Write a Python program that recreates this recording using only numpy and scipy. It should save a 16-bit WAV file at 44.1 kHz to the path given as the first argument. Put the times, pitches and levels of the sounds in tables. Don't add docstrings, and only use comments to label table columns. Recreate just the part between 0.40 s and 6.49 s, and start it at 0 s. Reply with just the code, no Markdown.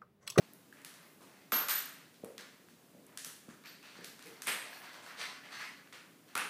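import sys
import numpy as np
from scipy import signal
from scipy.fft import rfft, irfft, next_fast_len
from scipy.io import wavfile
from scipy.ndimage import uniform_filter1d, map_coordinates

SR = 44100
rng = np.random.default_rng(int(sys.argv[2]) if len(sys.argv) > 2 else 0)


def gain_from_decibels(decibels):
    exponent = np.asarray(decibels, float) / 20
    return 10 ** exponent


def wav_record(signal):
    frames = np.transpose(np.atleast_2d(signal))
    bounded = np.clip(frames, -1, 1)
    quanta = np.round(bounded * 32767).astype(np.int16)
    wavfile.write(sys.argv[1], SR, quanta)


N = 268569


def unit(x):
    return x / np.sqrt(np.mean(x ** 2) + 1e-20)


def peak1(x):
    return x / np.abs(x).max()


def along(points, hz):
    f, v = np.transpose(points)
    return np.interp(np.log(hz + 1), np.log(f + 1), v)


def filtered(x, response):
    m = next_fast_len(len(x) + 8192)
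    hz = np.fft.rfftfreq(m, 1 / SR)
    return irfft(rfft(x, m) * response(hz), m)[:len(x)]


def resonance(f, hz, width_hz):
    return 1j * f * width_hz / (hz * hz - f * f + 1j * f * width_hz)


def modes(table):
    def response(f):
        return sum((-1) ** k * gain_from_decibels(db) * resonance(f, hz, w) for k, (hz, w, db) in enumerate(table))
    return response


def add(track, s, sound):
    part = track[round(s * SR):][:len(sound)]
    part += sound[:len(part)]


# (frequency [Hz], t60 [s])
HALLWAY_T60 = [(150, 0.42), (500, 0.74), (1500, 0.69), (4000, 0.64), (9000, 0.58), (15000, 0.44)]


def hall(x, build_s=0.007):
    hz, t, z = signal.stft(rng.standard_normal(SR * 3 // 5), SR, nperseg=256)
    decay_db = -60 * t / along(HALLWAY_T60, hz)[:, None]
    tail = signal.istft(z * gain_from_decibels(decay_db), SR, nperseg=256)[1]
    tail = tail * (1 - np.exp(-(np.arange(len(tail)) / SR / build_s) ** 2))
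    return signal.fftconvolve(x, tail / np.linalg.norm(tail))


# (frequency [Hz], level per Hz [dB])
HUM_COLOUR = [(24, -69), (40, -22.5), (161, 0), (320, -5), (780, -16.5), (1150, -18), (5660, -25),
              (15300, -25.5)]
# (frequency [Hz], level [dB])
FRIDGE_TONES = [(277, -71), (457, -87.5)]


def house():
    t = np.arange(N) / SR
    air = unit(filtered(rng.standard_normal(N), lambda f: gain_from_decibels(along(HUM_COLOUR, f))))
    drift = np.clip(map_coordinates(rng.standard_normal(60), [t * 8]), -1.5, 1.5)
    out = gain_from_decibels(-61.5) * air
    for hz, db in FRIDGE_TONES:
        out += gain_from_decibels(db + 3 * drift) * np.sin(2 * np.pi * hz * t + 1.2 * drift)
    return out


def load(s, held_s, rise_share):
    slacken_db_per_s = 263
    t = np.arange(N) / SR - s
    rise = np.sin(np.pi / 2 * np.clip(t / (rise_share * held_s), 0, 1)) ** 2
    return rise * gain_from_decibels(-slacken_db_per_s * np.maximum(t - held_s, 0))


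def patchy(x, depth_db):
    z = signal.stft(x, nperseg=512)[2]
    field = uniform_filter1d(rng.standard_normal(z.shape), size=8, axis=0)
    field = uniform_filter1d(field, size=8, axis=1)
    return signal.istft(z * gain_from_decibels(depth_db * unit(field)), nperseg=512)[1][:N]


# (frequency [Hz], width [Hz], level [dB])
LEATHER_MODES = [(1100, 1200, -27), (1750, 1150, 29), (2820, 4500, -9)]
# (frequency [Hz], width [Hz], level [dB])
BUCKLE_MODES = [(2550, 550, 1), (4400, 900, 1), (5900, 800, -2), (8500, 2000, -10)]
# (time [s], held [s], creak level [dB], rasp re creak [dB], groan re creak [dB])
STRAP_STRAINS = [(0.0, 0.033, -66.5, 2, 3), (.322, 0.089, -68.5, -6, 2), (.446, 0.2, -66.5, -4.5, -1.5),
                 (0.802, 0.24, -68, -3.5, -3.5), (1.46, 0.15, -65, -3, -10), (2.672, 0.046, -69, -23, 5.5),
                 (3.43, 0.24, -62.5, 1.5, -7), (3.64, 0.018, -68, -19, -5), (3.8, 0.18, -62.5, -2.5, -2.5),
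                 (4.248, 0.011, -58.5, 4.5, 6.5), (4.324, 0.025, -64.5, 9, 9), (4.53, 0.047, -62.5, 0, 4),
                 (4.66, 0.023, -62, 4.5, 3), (5.035, 0.027, -53.5, -4, -4), (5.878, 0.02, -64, -2, -4)]
STRAP_LEANS = [(3.237, 0.041, -59.5, 5.5, -10), (4.41, 0.041, -55, -0.5, 1), (4.756, 0.068, -42.5, 0, -10),
               (5.089, 0.061, -47, -1.6, -11.5), (5.17, 0.059, -46, -4.8, -13)]
# (time [s], held [s], level [dB])
CLOTH_BRUSHES = [(.05, .03, -77), (.6, .15, -70), (3.64, 0.015, -56.5), (4.29, 0.11, -61),
                 (4.66, 0.023, -65)]


def straps():
    slips_per_s, spread_db, fizz_db, hallway_db = 1400, 4, -19.5, 2
    sudden, slow = 0.093, 0.8
    sizes = gain_from_decibels(spread_db * np.clip(rng.standard_normal((4, N)), -2, 2)) * rng.choice([-1, 1], (4, N))
    slips = (rng.random(N) < slips_per_s / SR) * sizes

    levels = np.zeros((4, N))
    for rise_share, rows in [(sudden, STRAP_STRAINS), (slow, STRAP_LEANS)]:
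        for s, held_s, creak_db, rasp_db, groan_db in rows:
            voice_db = creak_db + np.array([[0], [rasp_db], [groan_db], [fizz_db]])
            levels += gain_from_decibels(voice_db) * load(s, held_s, rise_share)
    for s, held_s, db in CLOTH_BRUSHES:
        levels[-1] += gain_from_decibels(db) * load(s, held_s, sudden)

    creak = lambda f: modes(LEATHER_MODES)(f) * resonance(f, 1700, 1900)
    rasp = lambda f: modes(BUCKLE_MODES)(f) * resonance(f, 3500, 15000)
    groan = lambda f: resonance(f, 820, 1180) ** 2
    fizz = lambda f: resonance(f, 12800, 8300) ** 2
    dry = np.zeros(N)
    for level, jerks, voice in zip(levels, slips, [creak, rasp, groan, fizz]):
        dry += level * unit(filtered(jerks, voice))
    return gain_from_decibels(-5) * patchy(dry + gain_from_decibels(hallway_db) * hall(dry)[:N], 1.4)


# (delay [s], level [dB])
NEAR_BOUNCES = [
    (.0008, 0),
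    (.0016, -4),
    (.0026, -9),
]


def strike(out, s, db, response, hallway_db):
    impulse = 1.0 * (np.arange(SR // 20) == 0)
    hit = gain_from_decibels(db) * peak1(filtered(impulse, response))
    add(out, s, hit)
    for delay_s, bounce_db in NEAR_BOUNCES:
        late, vary = rng.standard_normal(2)
        add(out, s + delay_s * (1 + 0.12 * late), gain_from_decibels(bounce_db + 0.99 * vary) * hit)
    add(out, s, gain_from_decibels(hallway_db + 4) * hall(hit))


# (frequency [Hz], width [Hz], level [dB])
STEEL_PARTS = [(3230, 1000, -9.5), (4340, 1000, -12), (6120, 1900, -16), (8400, 1200, -34),
               (10650, 2100, -12), (14000, 1700, 1.5)]
# (time [s], click level [dB], sparkle re click [dB], hallway level [dB], steel colour [dB])
CRUTCH_PINS = [(0.1348, -38, 33, -2.5, 12), (0.3267, -51.5, 8, 8, -6), (0.4172, -46, 6, 0, -3),
               (1.1206, -21, -36, 10, 7), (1.846, -36, 27, -3.5, -14), (2.286, -59, -58, 16.5, -9),
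               (2.666, -44.5, 16, -7, -15), (2.7743, -25, -1, 3, 0), (2.847, -25.5, 4, 4, 4),
               (3.0897, -49, -7, 9, -18), (3.793, -41, -15, 2, 0.1), (4.02, -27.5, 2.5, 4, -3),
               (4.6256, -46.5, 0, 11.5, -14)]
KNEE_LOCKS = [(0.448, -30, 3, 2, 3), (0.5402, -42.5, 1, 3.5, -7), (0.8118, -51, 1, 11.5, -13),
              (1.285, -21.5, 1.5, 11, -16), (1.3655, -31, -19, 5.5, 16), (1.7428, -50, -22, 6.5, -5),
              (1.9801, -30, -40, 1.5, -29), (2.0096, -36.5, -22, -14, -10), (3.238, -47, -13, -2, 6.5),
              (3.2583, -41, -30, 4, -4), (3.429, -44, -26, 5, -1), (3.6448, -31.5, -7, 1.5, -12),
              (3.825, -39, -3, 2, 4), (3.8591, -41, 13, 6, 5), (3.87, -41.5, -13, 2, 5),
              (4.0714, -21, 30.5, 7, -25), (4.5227, -49, -19, 15, 0), (5.53, -40.5, -4, 3.5, -11),
              (5.875, -59, -10, 13.5, 10), (5.9532, -22, 2, 3, -1), (5.977, -23.5, 22, -10, -25)]


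def pins_and_locks():
    out = np.zeros(N)
    for crack_hz, rows in [(6600, CRUTCH_PINS), (4050, KNEE_LOCKS)]:
        for s, db, sparkle_db, hallway_db, steel_db in rows:
            def click(f):
                crack = resonance(f, crack_hz, 0.5 * crack_hz) + 1.8 * resonance(f, 3900, 6200)
                crack = crack * resonance(f, 3000, 8100)
                sparkle = gain_from_decibels(sparkle_db + 6.5) * resonance(f, 9800, 6200) ** 2
                steel = sum(gain_from_decibels(g) * resonance(f, hz, w) for hz, w, g in STEEL_PARTS)
                return (crack - sparkle) * (0.5 + gain_from_decibels(steel_db) * steel)
            strike(out, s, db - 0.7, click, hallway_db)
    return out


# (time [s], peak level [dB], frequency [Hz], hallway level [dB])
TUBE_PINGS = [(0.326, -48, 1710, -3), (2.7742, -43.5, 1750, 3), (3.258, -50, 2410, 2),
              (3.4262, -54, 2600, 11), (3.608, -46, 1750, -1), (3.642, -56, 1750, 4), (4.33, -41, 1730, -4),
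              (4.371, -45, 1700, -1), (2.775, -40, 6000, -6), (2.8465, -34, 5960, -8),
              (3.2594, -48.5, 4570, 10), (3.793, -54, 1700, -1), (4.0214, -37, 5950, -5),
              (5.53, -58, 2800, 8), (5.9763, -36.5, 2590, 11), (5.978, -34, 9500, 8.5)]
TUBE_KNOCKS = [(0.3708, -50, 1890, 6.5), (0.4482, -43, 1600, 1), (0.808, -54.5, 1000, 9),
               (1.1216, -22, 1280, 6), (1.288, -25.5, 1650, 7), (1.4, -50, 1590, 2),
               (1.9815, -42.5, 1700, 8.5), (2.286, -53, 1630, -1), (2.848, -43.5, 1600, 6.5),
               (3.0903, -48.5, 1480, 7.5), (3.24, -48, 1770, 11), (3.793, -47.5, 1760, 6.5),
               (4.0207, -41.5, 1650, 5), (4.0638, -39.5, 2240, 22.5), (4.418, -43, 1810, 3),
               (4.4463, -43.5, 1530, 9), (4.6302, -49.5, 1480, 11.5), (4.6983, -45, 1720, 12.5),
               (5.474, -48.5, 1840, -3), (5.876, -61, 1640, 10), (5.9544, -24, 1370, 5.5)]
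TUBE_BUMPS = [(1.8459, -43, 1300, 2), (3.4267, -53.5, 1530, 17), (3.555, -44, 1440, 9.5),
              (4.0706, -26, 2040, 12.5), (4.5431, -41.5, 960, 5.5), (4.665, -40.5, 1360, 8),
              (5.526, -38, 1750, 8.5), (5.977, -25, 1870, 5.5)]


def tubes():
    out = np.zeros(N)
    for width, rows in [(0.1, TUBE_PINGS), (0.44, TUBE_KNOCKS), (1, TUBE_BUMPS)]:
        for s, db, hz, hallway_db in rows:
            tube = lambda f: resonance(f, hz, width * hz) * resonance(f, 880, 4340)
            strike(out, s, db - 1.05, tube, hallway_db)
    return out


# (time [s], peak level [dB], board frequency [Hz], hallway level [dB], tap level [dB])
FLOOR_THUDS = [(0.802, -59.5, 290, 9.5, 3), (1.122, -35.5, 270, 1.5, 0.5), (1.833, -33.5, 454, -0.5, 2),
               (2.545, -51.5, 250, 2.5, -4), (2.865, -53, 209, -4, -11), (3.081, -42.5, 215, -2.5, -39),
               (3.585, -45.5, 453, 3, -10), (3.852, -55.5, 417, 11, -30), (4.07, -42.5, 420, 5, 0),
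               (4.801, -58, 447, 10.5, -18), (5.53, -55.5, 284, -4, 7), (5.951, -41.5, 444, 5.5, -4.5)]


def thuds():
    out, t = np.zeros(N), np.arange(SR // 12) / SR
    push = t * np.exp(-t / 0.00032)
    for s, db, board_hz, hallway_db, tap_db in FLOOR_THUDS:
        def floor(f):
            board = resonance(f, board_hz, 0.65 * board_hz) ** 2 - 0.59 * resonance(f, 198, 95)
            return board - gain_from_decibels(tap_db - 0.5) * resonance(f, 543, 290) ** 2
        boom = gain_from_decibels(db + 3) * peak1(filtered(push, floor))
        add(out, s + 0.003, boom)
        add(out, s + 0.003, gain_from_decibels(hallway_db) * hall(boom))
    return out


BAR_HZ, PLATE_HZ, HINGE_HZ, RIVET_HZ, STIRRUP_HZ, BOARD_HZ = 12625, 12095, 14355, 15240, 8312, 457
# (time [s], frequency
# [Hz], level [dB], hold [s], t60 [s])
CLEAN_SINGS = [(1.12, BAR_HZ, -28.5, 0.068, 0.28), (3.853, BOARD_HZ, -57, 0.084, 0.2),
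               (4.78, BOARD_HZ, -57.5, 0.045, 0.14)]
LOOSE_RINGS = [(1.122, PLATE_HZ, -43, .03, 0.76), (1.194, HINGE_HZ, -43, 0.023, 0.1),
               (1.284, PLATE_HZ, -32, 0.082, 0.36), (1.27, BAR_HZ, -57, .03, .2),
               (1.279, HINGE_HZ, -46, 0.036, 0.17), (1.298, RIVET_HZ, -53.5, 0.037, .1),
               (3.253, PLATE_HZ, -62, 0.086, 0.18), (3.259, BAR_HZ, -69, 0.051, .2),
               (4.066, STIRRUP_HZ, -41, 0.016, 0.48), (4.8, BAR_HZ, -67, .08, .3),
               (5.126, BAR_HZ, -70, .15, .3)]


def rings():
    out, t = np.zeros(N), np.arange(SR // 2) / SR
    for flutter, rows in [(0.03, CLEAN_SINGS), (0.75, LOOSE_RINGS)]:
        for s, hz, db, hold_s, t60 in rows:
            re, im = (unit(map_coordinates(row, [t * 160])) for row in rng.standard_normal((2, 200)))
            wobble = np.sqrt(1 - flutter) + np.sqrt(flutter / 2) * (re + 1j * im)
            wave = (wobble * np.exp(2j * np.pi * hz * t)).imag
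            decay = gain_from_decibels(db - 60 * np.maximum(t - hold_s, 0) / t60)
            add(out, s, decay * (1 - np.exp(-t / 0.002)) * wave)
    return out


def scene():
    return (house() + straps() + pins_and_locks() + tubes() + thuds() + rings())[None]


def band_limit(x):
    return signal.sosfilt(signal.butter(12, 16470, fs=SR, output="sos"), x)


def record(dry):
    bass_cut = lambda f: (1j * f / (90 + 1j * f)) ** 3
    top_cut = lambda f: np.where(f < 15450, 1, gain_from_decibels(-32))
    heard = filtered(dry[0], lambda f: bass_cut(f) * top_cut(f))
    return band_limit(heard[None])


dry = scene()
out = record(dry)
wav_record(out)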